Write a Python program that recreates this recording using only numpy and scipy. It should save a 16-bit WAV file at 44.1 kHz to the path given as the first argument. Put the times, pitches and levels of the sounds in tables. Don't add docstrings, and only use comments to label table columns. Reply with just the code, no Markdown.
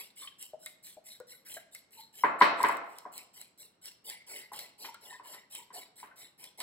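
import sys
import numpy as np
from scipy import signal
from scipy.fft import rfft, irfft, next_fast_len
from scipy.io import wavfile
from scipy.ndimage import uniform_filter1d

SR = 44100
rng = np.random.default_rng(int(sys.argv[2]) if len(sys.argv) > 2 else 0)


def digitize_waveform(pressure):
    field = np.atleast_2d(pressure).T
    bounded = np.clip(field, -1, 1)
    quanta = np.round(bounded * 32767).astype(np.int16)
    wavfile.write(sys.argv[1], SR, quanta)


N = 291942


def amp(db):
    return 10 ** (np.asarray(db) / 20)


def unit(x):
    return x / np.sqrt(np.mean(x ** 2) + 1e-20)


def along(points, hz):
    f, v = np.transpose(points)
    return np.interp(np.log(hz + 1), np.log(f + 1), v)


def filtered(x, response):
    n = x.shape[-1]
    padded = next_fast_len(n + 8192)
    spectrum = rfft(x, padded) * response(np.fft.rfftfreq(padded, 1 / SR))
    return irfft(spectrum, padded)[..., :n]


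def coloured(x, spectrum):
    return unit(filtered(x, lambda hz: amp(along(spectrum, hz))))


def add(track, s, sound):
    i = min(round(s * SR), N)
    part = sound[..., max(-i, 0):N - i]
    start = max(i, 0)
    track[..., start:start + part.shape[-1]] += part


def grains(per_s):
    present = rng.random(N) < per_s / SR
    size = rng.standard_normal(N) * amp(2 * rng.standard_normal(N))
    return unit(present * size)


RISE_PER_LENGTH = 0.2743
FALL_CURVE = 0.15


def swell(length, rise, fall_db, step=0):
    t = np.arange(SR // 2) / SR
    build = np.clip(t / (rise + RISE_PER_LENGTH * length), 0, 1) ** 0.8
    after = np.clip(t - length, 0, 1)
    fall = amp(-fall_db * after * (10 * after) ** FALL_CURVE)
    return (step + (1 - step) * build) * fall


CATCH_HZ = 42.97


def flutter(size, depth_db):
    slow = unit(filtered(rng.standard_normal(size), lambda hz: hz < CATCH_HZ))
    return unit(amp(depth_db * slow))


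# start_s [s], depth_db [dB of low churn relative to effort]
DEPTH = [(0, -14.5), (.85, -29.5), (1.5, -17), (3.1, -11), (3.8, -18.5), (4.1, -9.5), (5, -4.5),
         (5.5, -12.5), (5.72, -4), (6, -16.5), (6.6, -1)]


def depth(s):
    return np.interp(s, *np.transpose(DEPTH))


# frequency_hz [Hz], correlation [-1 to 1]
ALIKE = [(200, 0.89), (1000, 0.15), (3000, 0.091)]


def diffuse(size):
    turn = lambda hz: np.arccos(np.clip(along(ALIKE, hz), -1, 1)) / 2
    split = lambda hz: np.array([np.cos(turn(hz)), np.sin(turn(hz))])
    mid, side = filtered(rng.standard_normal((2, size)), split)
    return np.array([mid + side, mid - side])


# frequency_hz [Hz], density_db [relative dB per Hz]
AIR = [(20, -26.5), (60, -12.5), (180, -1.5), (400, -6), (1500, -13.5), (4000, -26), (16000, -53.5)]


def room_air(level_db=-73.0):
    return amp(level_db) * coloured(diffuse(N), AIR)


# frequency_hz [Hz], t60_s [s]
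DECAY = [(150, 0.4), (500, 0.7644), (2000, 0.5866), (4500, 0.56), (15000, 0.27)]
# frequency_hz [Hz], gain_db [dB]
ECHO = [(4000, 1.5), (7000, 4), (15000, -24)]


def kitchen(x, gap=0.0049, early_db=7, early_s=0.0078):
    hz, t, z = signal.stft(diffuse(SR * 3 // 4), SR, nperseg=256)
    tail = signal.istft(z * amp(-60 * t / along(DECAY, hz)[:, None]), SR, nperseg=256)[1]
    t = np.arange(tail.shape[1]) / SR
    onset = np.clip(t / gap - .5, 0, 1)
    tail = tail * onset * (1 + amp(early_db) * np.exp(-t / early_s))
    tail = filtered(tail / np.linalg.norm(tail[0]), lambda hz: amp(along(ECHO, hz)))
    return signal.fftconvolve(x[None], tail, axes=1)


# frequency_hz [Hz], left_lead_rad [radians]
LEAD = [(0, 0), (1120, 0.2), (2500, 2.2), (3880, 1.2), (5860, 3.5), (6980, 0.2), (8100, -0.6),
        (11100, -6.2), (14300, -12.3), (16400, -13.0)]


def ports(x, left_db=3):
    f, radians = np.transpose(LEAD)
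    tilt = [(200, 0.058), (700, 1), (6000, 0.12)]  # Hz, share of left_db

    def half(hz):
        return amp(left_db / 2 * along(tilt, hz)) * np.exp(.5j * np.interp(hz, f, radians))

    return filtered(x, lambda hz: np.array([half(hz), 1 / half(hz)]))


# start_s [s], level_db [relative dB], hardness_hz [Hz]
KNOCKS = [(1.199, -51.5, 2620), (2.2358, -7.5, 2080), (2.411, -2.5, 4600), (2.421, -13.5, 3550),
          (2.602, -19, 1974), (2.6369, -8.5, 2780), (2.6916, -17, 2600), (3.0516, -29.5, 1264),
          (4.5158, -39.5, 1790), (5.196, -36.5, 1250), (5.703, -42.5, 1950), (6.028, -36, 2700),
          (6.601, -39, 2540)]
# pitch_hz [Hz], level_db [relative dB], t60_s [s]
RINGING = [(572, -47.5, .7), (681, -37.5, 0.77), (975, 0.5, 0.022), (1036, 2.5, 0.013), (1050, -10.5, .018),
           (1420, -13.5, 0.012), (1600, -16, 0.03), (2043, -0.5, 0.016), (2240, -9, 0.0084)]
# frequency_hz [Hz], density_db [relative dB per Hz]
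FOOT = [(95, -33.5), (165, -17), (700, -9), (1020, 0), (1700, -9.5), (2090, -8.5), (2340, -19), (2530, -10),
        (2760, -22.5), (6500, -34.5)]
# frequency_hz [Hz], density_db [relative dB per Hz]
GLAZE = [(600, -23.5), (1400, -15), (2120, 2.5), (2650, -7), (3050, 2.5), (3420, -9.5), (3900, 3),
         (4500, 0), (4950, -14), (5400, -4), (6800, -32)]


def knocks(build=0.0034, crack_db=-19, crack_t60=0.067, wall_db=-15, ring_room_db=-11, thud_room_db=12.5):
    direct, thuds, t = np.zeros(N), np.zeros(N), np.arange(SR * 2 // 3) / SR
    hz, tone_db, t60 = np.transpose(RINGING)[:, :, None]
    impulse = signal.unit_impulse(len(t), int(build * SR))
    thud = (coloured(impulse, FOOT) + amp(wall_db) * coloured(impulse, GLAZE)) / np.sqrt(len(t))
    for s, db, hard_hz in KNOCKS:
        shifted = hz + rng.standard_normal(hz.shape) * .25 / t60
        decay = amp(tone_db + rng.standard_normal(hz.shape) - 60 * t / t60)
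        tones = decay * np.sin(2 * np.pi * shifted * (t - build))
        crack = amp(crack_db - 60 * t / crack_t60) * coloured(rng.standard_normal(len(t)), FOOT)
        ring = (tones.sum(0) + crack) * (1 - np.exp(-(t / build) ** 2))
        contact = signal.butter(N=3, Wn=min(hard_hz, SR / 3), fs=SR, output="sos")
        blow, push = amp(db) * signal.sosfilt(contact, [ring, thud])
        add(direct, s, blow)
        add(thuds, s, push)
    room = amp(ring_room_db) * kitchen(direct) + amp(thud_room_db) * kitchen(thuds)
    return amp(4.0) * ports(direct) + room[:, :N]


# start_s [s], level_db [relative dB]
SCRAPES = [(2.402, -42), (4.53, -50.5), (4.842, -45), (5.333, -53), (6.602, -53)]


def scrapes(length_s=0.014, fall_db=520):
    pressure = np.zeros(N)
    for s, db in SCRAPES:
        add(pressure, s, amp(db) * swell(length_s, 0, fall_db))
    chatter = sum(coloured(grains(per_s=2500), part) for part in (GLAZE, FOOT))
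    return pressure * unit(chatter)


# start_s [s], length_s [s], pitch_hz [Hz], level_db [relative dB]
RUBS = [(0.217, 0.021, 1125, -54.5), (1.102, 0.0076, 3950, -49.5), (1.311, 0.013, 2100, -57),
        (1.967, 0.02, 910, -54.5), (1.969, 0.069, 4110, -57), (4.065, 0.14, 2130, -58),
        (4.318, 0.13, 2044, -56.5), (4.871, 0.016, 930, -46.5), (5.078, 0.068, 1856, -52.5),
        (5.118, 0.0091, 1000, -50.5), (5.231, 0.021, 980, -55.5), (5.278, 0.014, 605, -60.5),
        (5.325, .09, 1970, -60.5), (5.582, 0.017, 948, -54.5), (5.735, 0.031, 719, -52.5),
        (6.22, .015, 3890, -55)]
RUB_WIDTH = 0.09


def rubs(rise_s=0.012, fall_db=330):
    out = np.zeros(N)
    for s, length, centre_hz, db in RUBS:
        pressure = swell(length, rise_s, fall_db)
        resonance = lambda hz: 1 / (1 + ((hz / centre_hz - 1) / RUB_WIDTH) ** 2) ** 2
        band = filtered(rng.standard_normal(len(pressure)), resonance)
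        sound = band * flutter(len(band), depth_db=3) * pressure
        add(out, s, amp(db) * sound * np.linalg.norm(pressure) / np.linalg.norm(sound))
    return out


# start_s [s], level_db [relative dB], pitch_hz [Hz]
GLIDING_TONES = [(.273, -38.5, 3100), (0.5342, -38, 618), (.6615, -41.5, 2104), (.6615, -42.5, 3810),
                 (.9685, -44.5, 623), (1.202, -44.5, 510), (1.202, -54.5, 1446), (1.565, -43, 656),
                 (1.568, -45.5, 1642), (1.749, -45, 2100), (3.06, -45.5, 715.4), (4.519, -42, 816),
                 (4.9437, -46, 1394), (5.549, -41.5, 3087), (6.028, -49, 865), (6.112, -50, 1514)]
TONE_LIFE_S, TONE_SHRINK = 0.017, 0.35


def gliding_tones(glide=0.06, attack=0.0012, smack_db=-10, smack_t60=0.065):
    out, t = np.zeros(N), np.arange(SR // 6) / SR
    for s, db, hz in GLIDING_TONES:
        life = TONE_LIFE_S * (hz / 10 ** 3) ** -TONE_SHRINK
        waver, shake = .3 * unit(filtered(rng.standard_normal((2, len(t))), lambda f: f < hz / 5))
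        bend = 1 + glide * (np.minimum(t / life, 2) - .5)
        phase = 2 * np.pi * hz * np.cumsum(bend) / SR + waver
        ring = np.sin(phase) * (1 - np.exp(-t / attack)) * np.exp(shake - (t / life) ** 2)
        band = lambda f: 1 / (1 + (2 * (f / hz - 1)) ** 4)
        smack = unit(filtered(rng.standard_normal(len(t)), band))
        add(out, s, amp(db) * (ring + amp(smack_db - 60 * t / smack_t60) * smack))
    return out


# start_s [s], length_s [s], effort_db [relative dB]
STROKES = [(-.07, 0.065, -43.5), (0.157, 0.083, -51), (0.383, 0.046, -50), (0.594, 0.098, -58),
           (0.828, 0.06, -51.5), (1.041, 0.081, -54), (1.27, 0.056, -53.5), (1.45, 0.096, -48.5),
           (1.714, 0.048, -57), (1.908, 0.097, -58.5), (2.128, 0.1, -54), (2.387, 0.043, -48.5),
           (2.566, 0.13, -51), (2.845, 0.16, -66.5), (3.119, 0.059, -51), (3.332, 0.082, -55),
           (3.577, 0.052, -54), (3.815, 0.062, -52.5), (4.042, 0.069, -47.5), (4.266, 0.12, -49),
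           (4.52, 0.098, -50), (4.781, 0.087, -51.5), (5.008, 0.11, -55), (5.234, 0.11, -53),
           (5.499, 0.082, -51.5), (5.726, 0.058, -48.5), (5.957, 0.055, -55.5), (6.159, 0.071, -55),
           (6.378, 0.07, -55.5), (6.576, 0.084, -45.5)]
# start_s [s], level_db [relative dB]
TICKS = [(0.4268, -33.5), (0.6609, -32.5), (1.2007, -44), (1.541, -35.5), (1.7495, -35), (2.6302, -23.5),
         (2.687, -31.5), (2.77, -40.5), (2.9851, -35.5), (3.179, -32.5), (3.4144, -33), (3.8566, -31.5),
         (4.0991, -28.5), (4.5339, -37), (4.591, -28.5), (4.9438, -40.5), (5.551, -32.5), (6.4409, -38.5),
         (6.6032, -29.5)]
# frequency_hz [Hz], density_db [relative dB per Hz]
TINE = [(1000, -58), (5400, 2.5), (6500, -16.5), (8000, 5), (16000, -3.5)]
RING_DB, RING_PER_DEPTH = -8, 0.85


def ticks(tick_t60=0.01, glaze_t60=0.079, entry_db=-61):
    out, t = np.zeros(N), np.arange(SR // 10) / SR

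    def burst(spectrum, t60):
        return coloured(rng.standard_normal(len(t)), spectrum) * amp(-60 * t / t60)

    for s, db in TICKS:
        ring_db = RING_DB + RING_PER_DEPTH * depth(s)
        add(out, s, amp(db) * (burst(TINE, tick_t60) + amp(ring_db) * burst(GLAZE, glaze_t60)))
    for s, *_ in STROKES[1:]:
        add(out, s, amp(entry_db + 4 * rng.standard_normal()) * burst(TINE, tick_t60))
    return out


def shifting(x, depth_db):
    z = signal.stft(x, nperseg=256)[2]
    field = rng.standard_normal(z.shape)
    for _ in range(2):
        field = uniform_filter1d(field, size=2, axis=0)
        field = uniform_filter1d(field, size=18, axis=1)
    shaped = z * amp(depth_db * unit(field))
    shaped = shaped * np.linalg.norm(z, axis=0) / (np.linalg.norm(shaped, axis=0) + 1e-20)
    return signal.istft(shaped, nperseg=256)[1][:N]


def bubbles(flow, count=800):
    start = rng.integers(0, N, count)[:, None]
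    pitch, size = rng.standard_normal((2, count, 1))
    hz = np.clip(3200 * np.exp(.26 * pitch), 1500, 5500)
    cycles = hz * np.arange(SR // 30) / SR
    envelope = np.exp(-cycles / 18) * (1 - np.exp(-cycles))
    ring = np.exp(size / 2) * np.sin(2 * np.pi * cycles) * envelope
    moments = start + np.arange(cycles.shape[1])
    return flow * unit(np.bincount(moments.ravel(), ring.ravel(), N)[:N])


# frequency_hz [Hz], density_db [relative dB per Hz]
SPRAY = [(3000, -35.5), (4400, -22), (5550, -3.5), (6100, -18), (6900, -23), (7600, 3.5), (8400, -6),
         (9000, 2.5), (9450, -1), (10100, -0.5), (10600, -10), (11700, -1), (13800, -10.5), (15600, -13.5)]
# frequency_hz [Hz], density_db [relative dB per Hz]
CHURN = [(40, -37.5), (430, 10), (720, 8), (1000, 11.5), (1300, -29), (4500, -57.5)]
SLOSH_PER_DEPTH = 0.17
ENTRY_SHARE = 0.053
SPRAY_RISE_S, SLOSH_RISE_S, CHURN_RISE_S = 0.016, 0.03, 0.034
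SPRAY_FALL_DB_PER_S, SLOSH_FALL_DB_PER_S, CHURN_FALL_DB_PER_S = 262, 211.5, 211


def whisking(spray_db=2.0, slosh_db=-1.36, churn_db=-1.5, bubble_db=-5.5):
    spray, slosh, churn = np.zeros((3, N))
    for s, length, effort_db in STROKES:
        slosh_level_db = effort_db + SLOSH_PER_DEPTH * depth(s)
        churn_level_db = effort_db + depth(s)
        add(spray, s, amp(effort_db) * swell(length, SPRAY_RISE_S, SPRAY_FALL_DB_PER_S, ENTRY_SHARE))
        add(slosh, s, amp(slosh_level_db) * swell(length, SLOSH_RISE_S, SLOSH_FALL_DB_PER_S))
        add(churn, s, amp(churn_level_db) * swell(length, CHURN_RISE_S, CHURN_FALL_DB_PER_S))
    fizz = shifting(coloured(grains(per_s=14000), SPRAY), depth_db=4.5)
    splash = shifting(coloured(grains(per_s=2200), GLAZE), depth_db=7.5)
    gurgle = shifting(coloured(grains(per_s=2500), CHURN), depth_db=5.5)
    egg = amp(spray_db) * spray * fizz + amp(slosh_db) * slosh * splash
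    egg += amp(churn_db) * churn * gurgle + amp(bubble_db) * bubbles(slosh)
    return filtered(egg * flutter(N, depth_db=1.3), lambda hz: np.minimum(hz / 170, 1) ** 2)


def scene():
    egg = whisking() + rubs()
    tines = ticks() + scrapes()
    tones = gliding_tones()
    room_send = amp(-12.0) * egg + amp(-9.5) * tines + amp(-10.5) * tones
    room = kitchen(room_send)[:, :N]
    return ports(egg + tines + tones) + room + knocks() + room_air()


CEILING = 0.937
TOP_HZ = 15850


def record(dry):
    held = dry / (1 + (dry / CEILING) ** 6) ** (1 / 6)
    return filtered(held, lambda hz: 1 / np.sqrt(1 + (hz / TOP_HZ) ** 160))


dry = scene()
out = record(dry)
digitize_waveform(out)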